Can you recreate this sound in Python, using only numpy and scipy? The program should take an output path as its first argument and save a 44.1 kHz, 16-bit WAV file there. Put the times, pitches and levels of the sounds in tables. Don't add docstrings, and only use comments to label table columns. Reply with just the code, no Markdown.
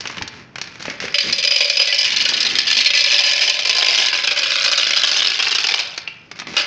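import sys
import numpy as np
from scipy import signal
from scipy.io import wavfile
from scipy.ndimage import uniform_filter1d, minimum_filter1d

SR = 44100
rng = np.random.default_rng(int(sys.argv[2]) if len(sys.argv) > 2 else 0)


def inscribe(sig):
    pcm = np.round(np.clip(np.atleast_2d(sig).T, -1, 1) * 32767)
    wavfile.write(sys.argv[1], SR, pcm.astype(np.int16))


N = 293706
TIME = np.arange(N) / SR

# (time [s], relative level [dB], treble boost [dB], length of the burst [s])
CLUMP_LANDINGS = [(1.143,-3.5,-8.5,0.016), (1.184,2.5,1,0.0048), (1.204,-3,-1,0.0063), (1.326,0,25,0.0053),
                  (1.382,-3.5,3,0.0073), (1.427,-4,2,0.0041), (1.438,-2,4,.003), (1.449,0,4,0.008),
                  (1.474,1,1,0.0039), (1.507,-2,1,0.0094), (1.519,2,-24,0.0054), (1.56,2.5,18,0.0035),
                  (1.606,2.5,-7,0.0044), (1.644,-4,8,0.009), (1.675,-9,4,0.0054), (1.698,2,4,0.0042),
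                  (1.77,0,5,0.0027), (1.794,0.5,-14,0.01), (1.813,-3.5,-4,0.016), (1.872,-2,-4,0.0038),
                  (1.925,-2,-4,0.01), (1.944,-5,15,0.0079), (1.982,-8,14,0.028), (2.008,-4.5,3,0.01),
                  (2.03,-4.5,11,.006), (2.045,-0.5,4,0.003), (2.12,-6.5,-9,0.009), (2.162,-4,0,0.006),
                  (2.167,-14,-2,0.025), (2.252,-0.5,-5.5,0.0052), (2.288,-3,15,0.0088),
                  (2.335,-7.5,-1,0.012), (2.366,-9,-5,0.0058), (2.404,-4.5,10,0.013),
                  (2.429,-2.5,12,0.0031), (2.449,-7,-2,0.014), (2.466,-4.5,-1,0.0071),
                  (2.554,-1.5,-3,0.0029), (2.5864,6.5,-1,0.0046), (2.603,-4,-10,0.0066),
                  (2.669,-2.5,0,0.027), (2.701,0,-2.5,.004), (2.712,1,-6,0.0028), (2.724,-5,-3,0.006),
                  (2.767,-4.5,9,0.037), (2.805,-0.5,2.5,0.017), (2.847,-3,11,0.0059), (2.859,1,-9.5,0.017),
                  (2.903,1,-9,0.0075), (2.935,0,-8,0.0081), (2.948,-1.5,-3,0.024), (2.973,2,0.5,0.008),
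                  (2.989,-3.5,8,0.021), (3.007,1,20,0.0066), (3.04,0,3,0.0048), (3.061,-4.5,-5,0.005),
                  (3.117,-3.5,3,0.015), (3.182,-9,13,0.025), (3.236,-4.5,-2,0.028), (3.261,-6,7,0.036),
                  (3.292,-5.5,3,0.0079), (3.333,-3,16,0.002), (3.355,-13,4,.004), (3.409,-7,-6,0.06),
                  (3.477,-3,-3,0.011), (3.496,-0.5,10.5,0.0066), (3.591,-2.5,-5,0.0042),
                  (3.65,-3.5,1,0.0088), (3.672,-4.5,8.5,0.0064), (3.695,0.5,6,0.0053),
                  (3.749,-4.5,14,0.006), (3.766,-3,5.5,0.0088), (3.784,-6,10,0.0092), (3.823,0,-16,0.0067),
                  (3.862,-5,7,0.0038), (3.976,-5.5,1,0.061), (4.022,-15,4,0.011), (4.128,-5.5,-7,0.02),
                  (4.151,-3.5,-9,0.0034), (4.238,-7,-10,0.013), (4.273,-1.5,-7,0.0033), (4.309,-6,-1,0.018),
                  (4.361,-9.5,-3,0.021), (4.376,-5.5,-3,.005), (4.388,-5.5,12,0.0091), (4.432,-10,1,0.015),
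                  (4.496,-17,1,0.0041), (4.554,-6.5,-2,0.0065), (4.584,-7,2,0.0062), (4.641,-4,3,0.014),
                  (4.659,-4.5,6,0.012), (4.679,-2,6,0.0024), (4.715,-5.5,19,0.011), (4.726,-4,4,0.0055),
                  (4.776,-2.5,8,0.015), (4.795,-10,5,0.003), (4.867,-5,-5,0.0059), (4.907,0,-1,0.0035),
                  (4.962,-5.5,5,0.018), (5.035,2,-1,0.014), (5.07,-5.5,9,0.018), (5.115,-0.5,9,0.004),
                  (5.164,-5,-7,.004), (5.219,-4,-9,0.0051), (5.246,-6.5,-3,0.0047), (5.27,-7,5,0.0035),
                  (5.301,-8,17,0.0044), (5.335,-16,-8,0.0045), (5.39,-7,-15,0.023), (5.425,-8,0,0.015),
                  (5.468,-4,-12,0.0076), (5.509,-8,4,0.012), (5.524,-4.5,-3,0.0067), (5.549,-6.5,3,0.018),
                  (5.584,-4,-6,0.0056), (5.602,-12,2,0.0091), (5.641,-2.5,-1,0.0053),
                  (5.668,-6.5,14,0.0056), (5.686,-12,-10,0.013), (5.709,-13.5,-4,0.0093),
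                  (5.74,-3,-3,0.0074), (5.79,-6.5,0,0.01), (6.076,-17.5,-17,0.0075), (6.5669,-6,1,0.025),
                  (6.589,-10,4,0.022)]
# (time [s], level [dB], pitch [Hz], cycles until the ring falls to about a third [count])
CLEAR_NOTES = [(1.186,-19,5140,18), (1.327,1.5,4200,23), (1.451,-1,4790,35), (1.608,3,2530,20),
               (1.699,-1.5,4970,30), (1.895,-7.5,1990,47), (1.988,4,5100,36), (2.262,-10,1490,17),
               (5.977,-12,2190,6.1), (5.984,-26,2430,16), (6.076,-9,2720,7), (6.086,-21,2820,12)]
# (time of the crest [s], level [dB], swell [s], ebb [s])
POUR_SURGES = [(1.27, -21, 0.054, 0.019), (1.62, -3, 0.049, 0.039), (2.15, -9, 0.42, 0.19),
               (2.74, -6, 0.051, 0.37), (3.201, -2, 0.27, 0.19), (3.98, -2, 0.21, 0.12),
               (4.85, -6, 0.36, 0.42), (5.179, -3, 0.068, 0.097), (5.797, -14, 0.23, 0.038),
               (6.589, -10, 0.015, 0.036)]
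# (time [s], ring of the steel wall [dB], boom of its base [dB],
# dull knock of the heap [dB], clack of tube on tube [dB], share of the bare steel's ring time [ratio])
BOWL_FILL = [(1.14,-4.5,-23.5,-32,-5,1.34), (1.9,-1.5,-17.5,-17.5,-1.5,1.38),
             (2.298,-3.5,-21.5,-11,-0.5,1.3), (2.6,-7,-32,-34,0,0.9), (3.1,-4,-22.5,-7,-2.5,1.7),
             (3.951,-7.5,-15.5,-3,-0.5,1), (4.3,-5,-21,0,-1.5,0.67), (4.8,-6.5,-21.5,-1.5,-1,0.6),
             (5.7,-12,-21,0,0,0.42), (6.05,-9.5,-21,-0.5,-0.5,0.73), (6.6,-3.5,-22,3,-1,.5)]
# (pitch [Hz], relative level [dB], time to fall by 60 dB when bare [s])
BOWL_MODES = [(558,-7,.032), (600,-9,.028), (735,-21,.05), (1040,-17,.05), (1712,-5,.036),
              (1800,-10.5,.025), (2002,-8.5,.06), (2395,-7,.04), (2450,-4.5,.04), (2560,-5.5,.04),
              (2885,-9,.035), (3005,-5,.04), (3440,-7,.022), (4015,-8,.035), (4215,-4.5,.04), (4690,-6,.03),
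              (4930,0.5,.035), (5240,-7.5,.035), (5970,-12,.035)]
# (time [s], peak level [dB], treble boost [dB], bass boost [dB])
SNAPS_AND_KNOCK = [(.0061, -14, 13, -1.5), (0.0552, -12.5, -3, 0), (0.0731, -10, 8, -5),
                   (0.0994, -15, -2, 6), (.112, -24, 15, -3), (.17, -16.5, 3, 2), (0.182, -15, -3, -11),
                   (0.222, -7, 3, -18), (0.2767, -16.5, 12, -12), (0.557, -15.5, 0.5, -4.5),
                   (0.5837, -14.5, 4, -0.5), (0.6147, -10, 11, 0), (.641, -18.5, 8, -3),
                   (.674, -19.5, 3.5, -3), (.805, -22, 2, -4), (0.825, -18.5, 12, -5),
                   (0.8539, -14.5, 2.5, 3.5), (0.8808, -13.5, -19.5, 1.5), (0.899, -14, 5, -11),
                   (1.002, -9.5, 2.5, -8), (1.024, -15.5, -4, -1), (1.0532, -15, 0, 1),
                   (1.0815, -13.5, 0, -7), (1.124, -21, 15, -1), (5.977, -2, 6, -7), (6.314, -16, 4.5, -1),
                   (6.39, -17, 4, -4), (6.3987, -11.5, 6.5, -7), (6.419, -19, -2, 3), (6.47, -16, 0, -1)]
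# (time [s], length [s], crinkle level [dB], dull flexing level [dB])
HAND_GRIPS = [(0, 0.17, -34.5, -50), (0.17, 0.067, -37, -39), (0.313, 0.099, -39.5, -49),
              (0.628, 0.14, -38, -55), (0.792, 0.14, -32, -46), (1.009, 0.042, -24, -38),
              (1.234, 0.064, -16, -26), (2.043, 0.76, -18.5, -36.5), (2.488, 0.096, -36, -33),
              (6.354, 0.039, -33, -54), (6.477, 0.23, -28.5, -41)]
# (time [s], level [dB], pitch [Hz], cycles until the ring falls to about a third [count])
BAG_BUMPS = [(.213,-23.5,92,1.2), (.214,-17,864,2.5), (.881,-17,250,1.25), (1.04,-13.5,483,1.6),
             (1.295,-20,220,1.5)]
# (frequency [Hz], time to fall by 60 dB [s])
KITCHEN_ECHO = [(200, 0.51), (1500, 0.79), (7000, 0.091)]
# (frequency [Hz], relative level [dB])
TUBE_COLOUR = [(60, -60), (150, -22.5), (400, -19), (900, -18), (1500, -9), (1750, -7), (2700, 1),
               (3350, 1.5), (4400, -1), (5100, 2), (5650, -7), (6550, -7.5), (7500, -17.5), (9000, -36),
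               (14000, -90)]
# (frequency [Hz], relative level [dB])
HEAP_COLOUR = [(80, -40), (300, -5.5), (550, -1), (660, -3), (780, 2.5), (1000, -1), (1450, 5.5), (2200, 0),
               (4000, -12.5), (10000, -57)]
# (frequency [Hz], relative level [dB])
FILM_COLOUR = [(60, -17.5), (250, -0.5), (900, 2.5), (2400, 6), (3500, -2), (5500, -3), (6600, -10.5),
               (7600, -27), (9500, -46), (15000, -59.5)]
# (frequency [Hz], relative level [dB])
FLEX_COLOUR = [(25, -35.5), (70, -7), (120, -3.5), (250, 2.5), (500, -5), (6000, -76.5)]
# (frequency [Hz], relative level [dB])
HUSH_COLOUR = [(25, -20), (70, -8.5), (140, 4.5), (300, -7.5), (700, -14.5), (2500, -22.5), (6500, -39),
               (9000, -76.5)]

POUR_START_S, POUR_END_S = 1.15, 5.741
TRICKLE_DB, SETTLE_DB_PER_S = -10, 93
JAM_DEPTH, JAM_S = .8, .014
SKID_S = .005
BASE_BELOW_HZ = 1200
DETUNE = .002
GRIP_ATTACK_S, GRIP_RELEASE_S = 0.0035, 0.029
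EDGE_HZ = 15500


def landings(after_db=-12, ring_db=-2, uneven_db=3, first_db=7):
    out, t = np.zeros(N), np.arange(SR // 8) / SR
    for s, db, treble_db, burst_s in CLUMP_LANDINGS:
        shape = np.exp(-(t / burst_s) ** 4) + amp(after_db - 60 * t / .06)
        touching = (t == 0) | (rng.random(len(t)) < 2500 / SR)
        strength = amp(uneven_db * rng.standard_normal(len(t)))
        chatter = shape * touching * rng.choice([-1, 1], len(t)) * strength
        chatter[0] = amp(first_db)
        ringing = convolve(chatter, tube_ring(t60=.016))
        clump = convolve(chatter + amp(ring_db) * ringing, click(TUBE_COLOUR, treble_db))
        burst_level = np.std(clump[:round(burst_s * SR)])
        add(out, s, amp(db) * clump / burst_level)
    return out


def bounces(level_db=-1, ring_db=0, spread_db=3, count=1500):
    out, t = np.zeros(N), np.arange(SR // 30) / SR
    times = (np.arange(count) + 2 * rng.random(count)) * TIME[-1] / count
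    loudness = np.minimum(rng.exponential(1, count), 3)
    for s, loud in zip(times, loudness):
        skid = np.exp(-t / SKID_S) * rng.standard_normal(len(t))
        skid /= np.linalg.norm(skid)
        ring = tube_ring(t60=.022, count=3)
        add(out, s, amp(spread_db * loud) * (skid + amp(ring_db) * ring))
    clacks = evened(convolve(out * jams(), click(TUBE_COLOUR)))
    return amp(level_db) * clacks * flow()


def tube_ring(t60, count=12):
    t = np.arange(SR // 30) / SR
    hz, phase = rng.uniform(2034, 6360, (count, 1)), rng.random((count, 1))
    notes = np.sin(2 * np.pi * (hz * t + phase)) * amp(-60 * t / t60)
    ring = notes.sum(0)
    return ring / np.linalg.norm(ring)


def jams():
    passing, t = np.ones(N), np.arange(SR // 16) / SR
    for s, *_ in CLUMP_LANDINGS:
        add(passing, s - t[-1], -JAM_DEPTH * np.exp(-t[::-1] / JAM_S))
    return np.maximum(passing, 0)


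def flow():
    after_s = np.maximum(TIME - POUR_END_S, 0)
    power = (TIME > POUR_START_S) * amp(TRICKLE_DB - SETTLE_DB_PER_S * after_s) ** 2
    for s, db, swell_s, ebb_s in POUR_SURGES:
        width_s = np.where(TIME < s, swell_s, ebb_s)
        power = power + amp(db) ** 2 * np.exp(-((TIME - s) / width_s) ** 2)
    return np.sqrt(power)


def pitched_blows(rows):
    out, t = np.zeros(N), np.arange(SR // 6) / SR
    for s, db, hz, cycles in rows:
        fade = np.exp(-hz * t / cycles)
        onset = 1 - np.exp(-2 * hz * t)
        add(out, s, amp(db) * np.sin(2 * np.pi * hz * t) * fade * onset)
    return out


def bowl(clatter, heap_db=-14):
    strength = np.sqrt(abs(uniform_filter1d(clatter ** 2, size=64)))
    force = strength * rng.standard_normal(N)
    s, wall_db, base_db, knock_db, _, ring_share = np.transpose(BOWL_FILL)
    wall_modes = [m for m in BOWL_MODES if m[0] >= BASE_BELOW_HZ]
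    base_modes = [m for m in BOWL_MODES if m[0] < BASE_BELOW_HZ]
    wall_gain = amp(np.interp(TIME, s, wall_db))
    base_gain = amp(np.interp(TIME, s, base_db))
    heap_gain = amp(heap_db + np.interp(TIME, s, knock_db))
    out = convolve(force * heap_gain, click(HEAP_COLOUR))
    for stage, share in zip(np.eye(len(s)), ring_share):
        striking = force * np.sqrt(np.interp(TIME, s, stage))
        out += convolve(striking * wall_gain, steel_ring(wall_modes, share))
        out += convolve(striking * base_gain, steel_ring(base_modes, share))
    return out


def steel_ring(modes, ring_share, place_db=2.0):
    t = np.arange(SR // 6) / SR
    hz, db, t60 = np.transpose(modes)[:, :, None]
    louder, sharper, phase = rng.standard_normal((len(modes), 3)).T[:, :, None]
    level = amp(db + place_db * louder - 60 * t / (t60 * ring_share)) / np.sqrt(t60)
    ring = (level * np.sin(2 * np.pi * (hz * (1 + DETUNE * sharper) * t + phase))).sum(0)
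    band = [.8 * hz.min(), 1.1 * hz.max()]
    ring = signal.sosfilt(signal.butter(4, band, "bandpass", fs=SR, output="sos"), ring)
    return ring / np.linalg.norm(ring)


def bag_and_stray_knock(snap_s=0.0043, flutter_db=-19, flutter_s=0.012, rustle_db=-5.5):
    out, t = np.zeros(N), np.arange(SR // 16) / SR
    crinkle_gain, flex_gain = grips()
    shape = np.exp(-t / snap_s) + amp(flutter_db) * np.exp(-t / flutter_s)
    for s, db, treble_db, bass_db in list(SNAPS_AND_KNOCK) + small_snaps(crinkle_gain):
        burst = convolve(shape * rng.standard_normal(len(t)), click(FILM_COLOUR, treble_db, bass_db))
        add(out, s, amp(db) * burst / abs(burst).max())
    creases = contacts(per_s=2000, spread_db=3.2)
    crinkle = evened(convolve(creases, click(FILM_COLOUR, treble_db=4.0, bass_db=-6.5)))
    flexing = evened(convolve(contacts(per_s=1600, spread_db=-4.5), click(FLEX_COLOUR)))
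    return out + amp(rustle_db) * crinkle * crinkle_gain + flexing * flex_gain


def small_snaps(crinkle_gain, above_db=7, spread_db=3, colour_spread_db=3, count=190):
    times = (np.arange(count) + rng.random(count)) * TIME[-1] / count
    chance = np.clip(rng.standard_normal((count, 3)), -2, 2)
    rows = []
    for s, (loud, treble, bass) in zip(times, chance):
        grip_db = 20 * np.log10(crinkle_gain[int(s * SR)])
        peak_db = grip_db + above_db + spread_db * loud
        rows.append((s, peak_db, colour_spread_db * treble, colour_spread_db * bass))
    return rows


def grips(crinkle_rest_db=-55, flex_rest_db=-58):
    crinkle, flex = amp(crinkle_rest_db), amp(flex_rest_db)
    for s, length_s, crinkle_db, flex_db in HAND_GRIPS:
        rise = np.clip((TIME - s) / GRIP_ATTACK_S, 0, 1)
        shape = rise * np.exp(-np.maximum(TIME - s - length_s, 0) / GRIP_RELEASE_S)
        crinkle = np.hypot(crinkle, amp(crinkle_db) * shape)
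        flex = np.hypot(flex, amp(flex_db) * shape)
    return crinkle, flex


def kitchen(x, delay_s=0.00733):
    taps = rng.standard_normal(SR // 2) * (np.arange(SR // 2) > delay_s * SR)
    hz, t, bands = signal.stft(taps, SR, nperseg=256)
    fade = amp(-60 * t / read(KITCHEN_ECHO, hz)[:, None])
    tail = signal.istft(bands * fade, SR, nperseg=256)[1]
    return convolve(x, tail / np.linalg.norm(tail))


def hush(level_db=-46.5):
    return amp(level_db) * convolve(rng.standard_normal(N), click(HUSH_COLOUR))


def amp(db):
    return 10 ** (np.asarray(db) / 20)


def evened(x):
    return x / np.sqrt(np.mean(x ** 2) + 1e-20)


def read(points, hz):
    f, value = np.transpose(points)
    return np.interp(np.log(hz + 1), np.log(f + 1), value)


def add(mix, s, sound):
    part = mix[max(round(s * SR), 0):][:len(sound)]
    part += sound[:len(part)]


def convolve(x, response):
    return signal.oaconvolve(x, response)[:len(x)]


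def click(colour, treble_db=0, bass_db=0, size=2048):
    hz = abs(np.fft.fftfreq(size, 1 / SR))
    treble = treble_db * read([(2800, -.5), (4500, .5)], hz)
    bass = bass_db * read([(900, 1), (1800, 0)], hz)
    log_gain = np.log(amp(read(colour, hz) + treble + bass))
    spectrum = np.exp(np.conj(signal.hilbert(log_gain)))
    shape = np.fft.ifft(spectrum).real[:size // 2]
    return shape / np.linalg.norm(shape)


def contacts(per_s, spread_db):
    size = amp(spread_db * np.minimum(rng.exponential(1, N), 4))
    struck = rng.random(N) < per_s / SR
    return evened(size * rng.choice([-1, 1], N) * struck)


def scene(tubes_db=-2, bounce_force_db=-4, room_db=-12):
    falling, settling = landings(), bounces()
    s, *_, clack_db, _ = np.transpose(BOWL_FILL)
    clack_gain = amp(tubes_db + np.interp(TIME, s, clack_db))
    tubes = clack_gain * (falling + settling) + pitched_blows(CLEAR_NOTES)
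    steel = bowl(falling + amp(bounce_force_db) * settling)
    near = tubes + steel + bag_and_stray_knock() + pitched_blows(BAG_BUMPS)
    return (near + amp(room_db) * kitchen(near) + hush())[None]


def record(dry, knee_db=-21, squeeze=0.49, attack_s=0.0016, recover_db_per_s=26, ceiling_db=-1):
    hold = np.exp(-1 / (attack_s * SR))
    power_db = 10 * np.log10(signal.lfilter([1 - hold], [1, -hold], dry[0] ** 2) + 1e-12)
    fall = TIME * recover_db_per_s
    held_db = np.maximum.accumulate(power_db + fall) - fall
    over_db = np.maximum(held_db - knee_db, 0)
    ducked = dry[0] / amp(squeeze * uniform_filter1d(over_db, size=33))
    peak = -minimum_filter1d(-abs(ducked), size=65)
    gain = uniform_filter1d(np.minimum(1, amp(ceiling_db) / (peak + 1e-9)), size=65)
    low_pass = signal.firwin(511, EDGE_HZ, window=("kaiser", 9), fs=SR)
    return signal.oaconvolve(ducked * gain, low_pass, "same")[None]


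dry = scene()
out = record(dry)
inscribe(out)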